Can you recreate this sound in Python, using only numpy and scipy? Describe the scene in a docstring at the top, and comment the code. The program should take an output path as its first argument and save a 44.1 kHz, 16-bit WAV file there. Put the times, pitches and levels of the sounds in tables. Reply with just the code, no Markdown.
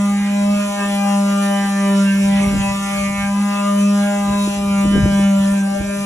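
"""Ox cart axle in the wind

Outdoors by an ox cart, on a two-port stereo microphone. The wooden axle sticks and slips in its
bearings about 200 times a second: a droning stack of harmonics, each fading in and out as the wheels
turn. Dry grit hisses in the bearing, wind buffets the ports, and a few stray tones and knocks sound."""
import sys
import numpy as np
from scipy import signal
from scipy.fft import rfft, irfft, next_fast_len
from scipy.io import wavfile
from scipy.ndimage import uniform_filter1d, map_coordinates

SR = 44100
rng = np.random.default_rng(int(sys.argv[2]) if len(sys.argv) > 2 else 0)


def bounce(signal):
    """Save signal as a 16-bit WAV file at the path given by the first command-line argument."""
    frames = np.transpose(np.atleast_2d(signal))
    limited = np.clip(frames, -1, 1)
    pcm = np.round(limited * 32767).astype(np.int16)
    wavfile.write(sys.argv[1], SR, pcm)


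N = 267157

# Slip rate of the axle, drifting up and down: t/s, f/Hz
SLIP_RATE = [(0, 201.3), (.37, 202), (.54, 203.3), (.76, 202), (.86, 201), (1.15, 200.3), (1.52, 199.7),
             (2.13, 197.1), (2.5, 199.2), (2.63, 198), (3.32, 199.9), (3.42, 202.3), (3.76, 201.2),
             (4.1, 202.7), (4.28, 200.8), (4.34, 202.1), (4.82, 198.6), (4.93, 200.2), (5.43, 197.1),
             (5.55, 198.8), (5.62, 196.4), (5.88, 199.5), (6.06, 200)]
# Fundamental of the drone: t/s, level/dB
FUNDAMENTAL = [(0.0, -15), (0.03, -15), (0.3, -17.5), (0.52, -14), (0.76, -26), (0.81, -21), (1.18, -15),
               (1.7, -18.5), (2.01, -12.5), (2.14, -14.5), (2.36, -13.5), (2.88, -23.5), (3.07, -19.5),
               (3.14, -23.5), (3.42, -15), (3.56, -21), (3.85, -12.5), (4.03, -15), (4.12, -19.5),
               (4.44, -16.5), (4.54, -23), (4.72, -16), (4.91, -13.5), (5.01, -16.5), (5.26, -12),
               (5.65, -16.5), (5.77, -22), (6.06, -22.5)]
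# Harmonics 2-6 when they do not sing out: level/dB
RESTING_DB = [-45, -34, -38.5, -38.5, -39]
# Stereo side signal of harmonics 1-6, relative to each tone: level/dB, phase/rad
DRONE_SIDE = [(-25.5, 1.7), (-5.5, 1.36), (-1, 1.02), (-2.5, 0.35), (-5.5, 0.25), (-14.5, 0.48)]
# Single harmonics singing out: centre t/s, length/s, harmonic number, peak level/dB
BLOOMS = [(0.035, 0.08, 5, -34), (0.095, 0.19, 6, -32.0), (0.15, 0.2, 4, -34.5), (0.191, 0.11, 10, -36.5),
          (0.21, 0.12, 9, -39), (0.204, 0.22, 11, -41.0), (0.42, 0.23, 5, -38.5), (0.574, 0.81, 3, -29),
          (0.78, 0.19, 4, -32.5), (0.817, 0.084, 13, -34.5), (0.826, 0.055, 2, -33), (0.826, 0.06, 5, -28),
          (0.835, 0.083, 6, -28.5), (0.843, 0.091, 9, -37), (0.832, 0.1, 8, -32), (1.03, 0.13, 8, -37),
          (1.035, 0.22, 12, -38), (1.06, 0.21, 4, -24.5), (1.08, 0.22, 6, -34), (1.175, 0.28, 5, -33.5),
          (1.192, 0.58, 3, -31), (1.38, 0.28, 6, -29), (1.407, 0.41, 2, -37.0), (1.43, 0.21, 7, -42),
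          (1.446, 0.092, 12, -35.5), (1.537, 0.19, 3, -27.5), (1.546, 0.13, 5, -33.5),
          (1.566, 0.2, 8, -33.5), (1.576, 0.49, 15, -41), (1.586, 0.37, 4, -28.5), (1.623, 0.46, 9, -33),
          (1.807, 0.34, 6, -31.5), (1.87, 0.15, 12, -41.5), (1.914, 0.14, 9, -38.0),
          (1.917, 0.22, 2, -30.0), (1.927, 0.27, 5, -35), (1.92, 0.26, 3, -26.0), (2.028, 0.36, 7, -40),
          (2.085, 0.089, 14, -36.5), (2.104, 0.17, 8, -28), (2.157, 0.16, 9, -32.5), (2.215, 0.2, 11, -37),
          (2.22, 0.13, 2, -38), (2.335, 0.16, 4, -33), (2.35, 0.09, 10, -32), (2.413, 0.23, 3, -33),
          (2.422, 0.11, 13, -41), (2.448, 0.08, 6, -28.5), (2.463, 0.16, 2, -32.0), (2.67, 0.15, 13, -37),
          (2.665, 0.1, 4, -29.0), (2.7, 0.27, 5, -34.5), (2.712, 0.28, 10, -44), (2.818, 0.19, 7, -42),
          (2.927, 0.24, 4, -36.5), (2.994, 0.6, 6, -32), (3.0, 0.084, 3, -33), (3.095, 0.24, 11, -40),
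          (3.101, 0.3, 12, -41.5), (3.1, 0.34, 13, -41.5), (3.249, 0.088, 8, -33.5), (3.26, 0.18, 4, -32.5),
          (3.31, 0.061, 3, -31), (3.316, 0.15, 5, -32.5), (3.56, 0.13, 13, -34), (3.575, 0.31, 5, -31.5),
          (3.65, 0.39, 3, -32), (3.663, 0.11, 10, -38.5), (3.703, 0.45, 6, -29.5), (3.793, 0.27, 15, -42.5),
          (3.846, 0.11, 13, -36), (3.858, 0.39, 2, -38.5), (3.977, 0.071, 5, -39), (4.07, 0.26, 8, -37),
          (4.066, 0.45, 3, -29.5), (4.1, 0.22, 7, -40.5), (4.12, 0.44, 4, -28.5), (4.296, 0.12, 8, -34),
          (4.36, 0.27, 5, -30.5), (4.404, 0.2, 19, -46), (4.423, 0.24, 2, -39), (4.57, 0.15, 4, -33),
          (4.64, 0.2, 2, -37.0), (4.7, 0.69, 3, -36), (4.731, 0.37, 12, -41.5), (4.748, 0.37, 7, -36.5),
          (4.756, 0.11, 4, -36), (4.765, 0.34, 6, -32.5), (4.969, 0.095, 2, -32), (4.977, 0.24, 9, -47),
          (4.986, 0.095, 8, -32), (5.07, 0.03, 2, -36), (5.103, 0.76, 15, -41.5), (5.133, 0.073, 8, -36),
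          (5.183, 0.36, 4, -38), (5.245, 0.56, 3, -29), (5.414, 0.47, 7, -38.5), (5.485, 0.13, 3, -31),
          (5.495, 0.15, 9, -40), (5.64, 0.28, 8, -38), (5.72, 0.16, 4, -32.5), (5.765, 0.067, 3, -26.5),
          (5.923, 0.13, 8, -42), (5.93, 0.15, 12, -39.0), (5.93, 0.26, 2, -39)]
# A low harmonic dips briefly: centre t/s, length/s, harmonic number
DROPOUTS = [(0.2, 0.22, 3), (.18, 0.15, 5), (0.366, 0.17, 6), (.55, .06, 5), (0.636, 0.12, 4),
            (.93, 0.05, 6), (1.394, .08, 5), (1.676, 0.053, 3), (2.08, .25, 4), (2.215, 0.11, 5),
            (2.28, 0.39, 6), (2.375, 0.07, 2), (2.59, 0.047, 3), (2.774, 0.043, 4), (3.01, 0.16, 5),
            (3.063, 0.058, 4), (3.242, .3, 2), (3.4, 0.17, 3), (3.415, 0.035, 5), (3.84, 0.25, 4),
            (3.865, 0.043, 5), (4.034, 0.038, 5), (4.08, 0.092, 6), (4.42, 0.076, 4), (4.503, 0.049, 6),
            (4.91, .08, 4), (5.43, 0.042, 6), (5.5, 0.061, 4), (5.594, 0.14, 6), (5.613, 0.042, 3),
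            (5.78, .16, 5), (5.91, 0.17, 4)]
# Base strength of each harmonic from the 7th up: f/Hz, level/dB
WHINE_SPECTRUM = [(1400, -43.5), (1700, -42.5), (2000, -43.5), (2500, -41.5), (3000, -46), (3300, -48),
                  (4400, -56), (6000, -51.5), (7500, -50.5), (9300, -56), (10000, -57), (11500, -59.5),
                  (12600, -81)]
# Changing rub in the bearing: t/s, gain/dB of low grit, middle grit, treble grit, whine
RUB_GAINS = [(0, 0, -9, -0.5, -1.5), (.3, 0.5, 1.5, -4.5, -1.5), (.6, -4, -2, -2.5, 0.5),
             (.9, 1, -9, 0.5, -1), (1.2, -1, -1, 1, 0.5), (1.5, -8, -4, 0, 0.5), (1.8, -1, -5, -1, 3),
             (2.1, -1.5, 1, 0.5, 1.5), (2.45, 3, -12, 0.5, -3), (2.75, -11, 0, -1, 1.5),
             (3.05, -11, -7, 1, 4), (3.2, -17, -2, -1.5, 2), (3.4, 0, -2.5, -1, -4), (3.6, 0, -6, -2, -1.5),
             (4.05, -0.5, -7, 0, 0.5), (4.22, -7, -2, -3, -2), (4.48, -4, -4, 1.5, -1),
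             (4.8, -4, -10, -2.5, 0), (5.1, -7, -11, -2, 0.5), (5.45, 0.5, 0, 0.5, -5),
             (5.8, -2.5, -8, -2.5, -4.5), (6.06, -14, 0, -0.5, 0)]
# Hiss of the grit: f/Hz, relative density/dB
GRIT_SPECTRUM = [(300, -75), (560, 2), (700, -8.5), (900, -1), (1700, -6.5), (2600, -1), (4200, -8),
                 (6000, -6), (9400, 3), (9800, 0), (11000, -12), (12300, -13), (13600, -26.5), (14000, -40)]
# Random swing of the low, middle and treble grit: depth/dB
GRIT_SWING_DB = (4, 1, 1)
# Flares in the middle range of the grit: centre t/s, length/s, peak gain/dB
SCRAPES = [(.25, .14, 0), (.84, 0.11, 5), (2.39, 0.22, 7.5), (2.62, 0.053, 6), (2.93, .2, 6),
           (3.55, .1, 7.5), (4.05, 0.099, 4.5), (4.33, .1, 3), (5.43, 0.15, 3)]
# Phase lead of the microphone's left port: f/Hz, lead/half turns
PORT_LEAD = [(300, 0), (1900, .05), (2400, .7), (3900, .85), (4700, 1), (5500, 1.93), (6100, 2.03),
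             (7600, 2.7), (8400, 2.97), (9100, 3), (11000, 3.1), (11800, 4), (13200, 4), (13900, 5)]
# Likeness of the two ports apart from that lead: f/Hz, coherence (0-1)
PORT_COHERENCE = [(300, 0.44), (700, 0.33), (1500, 1), (2500, 0.65), (3900, 0.033), (4700, 0.85), (6000, 1),
                  (7200, 0.32), (8300, 0.97), (9550, 1.0), (10000, 0.13), (11000, 0.17), (11600, 0.72),
                  (11900, 0.36)]
# Balance of the ports: f/Hz, left minus right level/dB
PORT_BALANCE = [(1300, 1), (2300, -4), (3300, -2), (4600, 0)]
# Buffets on the ports: centre t/s, length/s, peak rumble level/dB, flutter relative to rumble/dB
GUSTS = [(2.3, .2, -32, -8.5), (2.46, 0.19, -28, -12), (2.553, 0.099, -19.5, -9.5), (2.69, 0.1, -28.5, -31),
         (3.03, 0.15, -34, -28), (3.126, .07, -33, -31), (3.231, 0.11, -28.5, -25),
         (4.306, 0.09, -29.5, -2.5), (4.625, .14, -31, -8), (4.738, 0.091, -36, -15), (4.86, 0.044, -26, 0),
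         (4.943, .2, -33, 0), (4.97, .05, -23, 4.5), (5.037, 0.084, -14.5, -17), (5.1, 0.13, -25.5, -7),
         (5.222, .06, -29, -12), (5.394, 0.037, -26, -24), (5.52, 0.18, -39, 0), (5.813, 0.027, -21, -14),
         (5.865, .08, -32, -20), (6.007, .05, -29, -25)]
# Rumble of the breeze between buffets: t/s, level/dB
BREEZE = [(0, -48), (.5, -50.5), (2.06, -52), (2.5, -42), (2.85, -41), (3.25, -44), (3.45, -61),
          (4.05, -50), (4.5, -43), (5, -32), (5.3, -49), (5.72, -52), (6.06, -55)]
# Rumble, the lower part of the wind: f/Hz, relative density/dB
RUMBLE_SPECTRUM = [(15, -48), (30, -29), (54, 3), (85, -1), (130, -1.5), (170, 0.5), (230, -8), (370, -120)]
# Flutter, the upper part of the wind: f/Hz, relative density/dB
FLUTTER_SPECTRUM = [(150, -2.5), (230, 6), (350, -3), (500, -10), (750, -20.5), (1000, -76)]
# Brief tones off the harmonics: centre t/s, length/s, f/Hz, peak level/dB
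STRAY_TONES = [(0.25, 0.052, 2115, -38), (0.261, 0.086, 1920, -39), (2.387, 0.065, 1670, -40),
               (2.383, .06, 1880, -38), (2.958, 0.051, 1670, -41), (5.677, 0.016, 594, -29.5),
               (5.872, 0.18, 618, -37)]
# Dull knocks: t/s, nominal level/dB, f/Hz, time to fall 60 dB/s
KNOCKS = [(2.42, -30, 300, 0.028), (2.565, -35, 305.5, 0.031), (4.475, -15.5, 308, 0.019),
          (4.852, -20, 305, 0.029), (4.914, -22, 299.8, 0.037), (5.058, -12.5, 315.5, 0.021),
          (5.194, -24, 301.7, 0.037), (5.809, -22, 305, 0.031)]


def amp(db):
    return 10 ** (np.asarray(db) / 20)


def unit_rms(x):
    return x / np.sqrt(np.mean(abs(x) ** 2) + 1e-20)


def at_hz(points, hz):
    """Read (f/Hz, value) points along a log frequency axis."""
    freqs, values = np.transpose(points)
    return np.interp(np.log(hz + 1), np.log(freqs + 1), values)


def curves(rows):
    """One value per sample for each column after the time."""
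    times, *columns = np.transpose(rows)
    return [np.interp(np.arange(N) / SR, times, column) for column in columns]


def wobble(rate):
    """A smooth random curve, rate knots a second."""
    hop = 64
    coarse = np.arange(0, N + hop, hop)
    smooth = map_coordinates(rng.standard_normal(400), [coarse * rate / SR + 2])
    return np.interp(np.arange(N), coarse, smooth)


def fading(rate):
    """Many paths adding at drifting phases: a complex gain with deep nulls."""
    return (wobble(rate) + 1j * wobble(rate)) / np.sqrt(2)


def swell(centre, length, db):
    """A rounded rise and fall that peaks at db."""
    return amp(db) * np.exp(-abs((np.arange(N) / SR - centre) / (0.55 * length)) ** 1.61)


def swells(rows):
    """Swells (t/s, length/s, level/dB) adding in power."""
    return np.sqrt(sum((swell(*row) ** 2 for row in rows), np.zeros(N)))


def filtered(x, response):
    """Pass x through a gain given as a function of frequency."""
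    size = next_fast_len(N + SR // 2)
    return irfft(rfft(x, size) * response(np.fft.rfftfreq(size, 1 / SR)), size)[..., :N]


def port_gains(hz):
    """2 x 2 gains that carry two unrelated signals to the microphone's left and right port."""
    angle = np.arccos(np.clip(at_hz(PORT_COHERENCE, hz), 0, 1)) / 2
    shared, opposed = np.cos(angle), np.sin(angle)
    left = amp(at_hz(PORT_BALANCE, hz) / 2) * np.exp(.5j * np.pi * at_hz(PORT_LEAD, hz))
    return np.array([[left * shared, left * opposed], [shared / left, -opposed / left]])


def slip_cycle():
    """The axle sticking and slipping: a phasor that turns once a slip, at a slightly unsteady rate."""
    hz = curves(SLIP_RATE)[0] * (1 + 0.000706 * wobble(8) + 0.00067 * wobble(25))
    return np.exp(2j * np.pi * np.cumsum(hz) / SR)


def blooms(k):
    """Envelope of harmonic k singing out."""
    return swells((centre, length, db) for centre, length, harmonic, db in BLOOMS if harmonic == k)


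def low_harmonic_level(k, resting_db, dropout_db=-20.5):
    """Envelope of low harmonic k: a wavering base, its blooms, its dropouts."""
    dips = [1 - (1 - amp(dropout_db)) * swell(centre, length, 0)
            for centre, length, harmonic in DROPOUTS if harmonic == k]
    base = amp(resting_db + 2.56 * wobble(11))
    return np.hypot(blooms(k), base) * np.prod(dips, axis=0)


def axle_drone(cycle):
    """The six lowest harmonics of the slip: strong, clean, their phases sliding against each other."""
    out = np.zeros((2, N))
    levels = [amp(curves(FUNDAMENTAL)[0])]
    levels += [low_harmonic_level(k, db) for k, db in enumerate(RESTING_DB, start=2)]
    for overtone, (level, (side_db, phase)) in enumerate(zip(levels, DRONE_SIDE)):
        flicker = amp(0.36 * overtone * wobble(16))
        drift = np.exp(.45j * overtone * wobble(1.989))
        tone = np.sqrt(2) * level * flicker * drift * cycle ** (overtone + 1)
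        side = amp(side_db) * (0.78 * np.exp(1j * phase) + 0.45 * fading(3) + 0.3 * fading(45))
        out += np.imag(tone * np.array([1 + side, 1 - side]))
    return out


def axle_whine(cycle, top_harmonic):
    """High harmonics fade on their own, faster the shorter the wave; sharper slips lift them all."""
    out, tone = np.zeros((2, N)), cycle ** len(DRONE_SIDE)
    sharpness = amp(curves(RUB_GAINS)[3] + 1.54 * wobble(16))
    for k in range(len(DRONE_SIDE) + 1, top_harmonic + 1):
        tone = tone * cycle
        hz = k * SLIP_RATE[0][1]
        level = sharpness * amp(at_hz(WHINE_SPECTRUM, hz))
        paths = level * np.array([fading(4 + .15 * k), fading(4 + 0.1484 * k)])
        bloom_level = blooms(k) * amp(3.05 * wobble(20))
        bloom_phase = 2.6 * wobble(1.995) + 0.55 * wobble(30)
        # a bloom reaches the ports more nearly in step
        side = .75j * np.tan(.5 * np.pi * min(at_hz(PORT_LEAD, hz), .65)) - .15
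        bloom = bloom_level * np.exp(1j * bloom_phase) * np.array([[1 + side], [1 - side]])
        out += np.imag(np.sqrt(2) * tone * (port_gains(hz) @ paths + bloom))
    return out


def patchy_noise(depth_db):
    """Two noises that share patches of random gain in time and frequency."""
    spectra = signal.stft(rng.standard_normal((2, N)), nperseg=512)[2]
    patches = uniform_filter1d(rng.standard_normal(spectra.shape[1:]), 6, axis=0)
    patches = uniform_filter1d(patches, 8, axis=1)
    return signal.istft(spectra * amp(depth_db * unit_rms(patches)), nperseg=512)[1][:, :N]


def bearing_grit(cycle):
    """Dry grit rubbing in the bearing, strongest at each slip; its three ranges swell separately."""
    slip_pulse = 1 + 0.16 * cycle.real + 0.15 * (cycle ** 2).real
    size = next_fast_len(N)
    hz = np.fft.rfftfreq(size, 1 / SR)
    rub = rfft(slip_pulse * patchy_noise(depth_db=3.0), size)
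    spectrum = np.einsum("abf,bf->af", port_gains(hz), rub) * amp(at_hz(GRIT_SPECTRUM, hz))
    rms = np.sqrt(np.mean(irfft(spectrum, size) ** 2))
    low = 1 / (1 + (hz / 1500) ** 4)
    treble = 1 / (1 + (3500 / (hz + 1)) ** 6)
    bands = [irfft(spectrum * share, size)[:, :N] for share in (low, 1 - low - treble, treble)]
    low_db, middle_db, treble_db, _ = curves(RUB_GAINS)
    gains = amp(low_db), np.hypot(amp(middle_db), swells(SCRAPES)), amp(treble_db)
    hiss = sum(gain * amp(swing_db * wobble(11)) * band
               for gain, swing_db, band in zip(gains, GRIT_SWING_DB, bands))
    return amp(-31.5) * hiss / rms


def wind_on_microphone(breeze_swing_db=3, breeze_flutter_db=-45.5):
    """Lumpy buffets over a light breeze, right at the ports and partly shared by them."""
    gust_rumble = swells(row[:3] for row in GUSTS)
    gust_flutter = swells((centre, length, db + offset_db) for centre, length, db, offset_db in GUSTS)
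    rumble = np.hypot(gust_rumble, amp(curves(BREEZE)[0] + breeze_swing_db * wobble(24)))
    flutter = np.hypot(gust_flutter, amp(breeze_flutter_db + 4.3 * wobble(16)))
    out = np.zeros((2, N))
    for spectrum, level in ((RUMBLE_SPECTRUM, rumble), (FLUTTER_SPECTRUM, flutter)):
        mid, side = filtered(rng.standard_normal((2, N)), lambda hz: amp(at_hz(spectrum, hz)))
        lumps = amp(1.8 * wobble(40))
        out += level * unit_rms(lumps * np.array([mid + .27 * side, mid - .27 * side]))
    return out


def stray_tones():
    """Short tones off the stack; near a harmonic they make it warble."""
    out, t = np.zeros(N), np.arange(N) / SR
    for centre, length, hz, db in STRAY_TONES:
        phase = 2 * np.pi * hz * (t - centre) + .5 * wobble(14)
        out += np.sqrt(2) * swell(centre, length, db) * np.sin(phase)
    return out


def knocks(attack_s=0.00099):
    """Dull knocks that hardly ring: one damped tone each, centred between the ports."""
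    out, t = np.zeros(N + SR), np.arange(SR // 10) / SR
    for start, db, hz, t60 in KNOCKS:
        envelope = amp(db + 7.5 - 60 * t / t60) * (1 - np.exp(-t / attack_s))
        out[round(start * SR):][:len(t)] += envelope * np.sin(2 * np.pi * hz * t)
    return out[:N]


def scene():
    """The cart and the wind at the microphone; one slip cycle drives drone, whine and grit."""
    cycle = slip_cycle()
    tones = axle_drone(cycle) + axle_whine(cycle, top_harmonic=62) + stray_tones()
    return tones + bearing_grit(cycle) + wind_on_microphone() + knocks()


def record(dry):
    """The recorder keeps nothing above its band limit."""
    limit_hz = 14360
    return filtered(dry, lambda hz: hz < limit_hz)


dry = scene()
out = record(dry)
bounce(out)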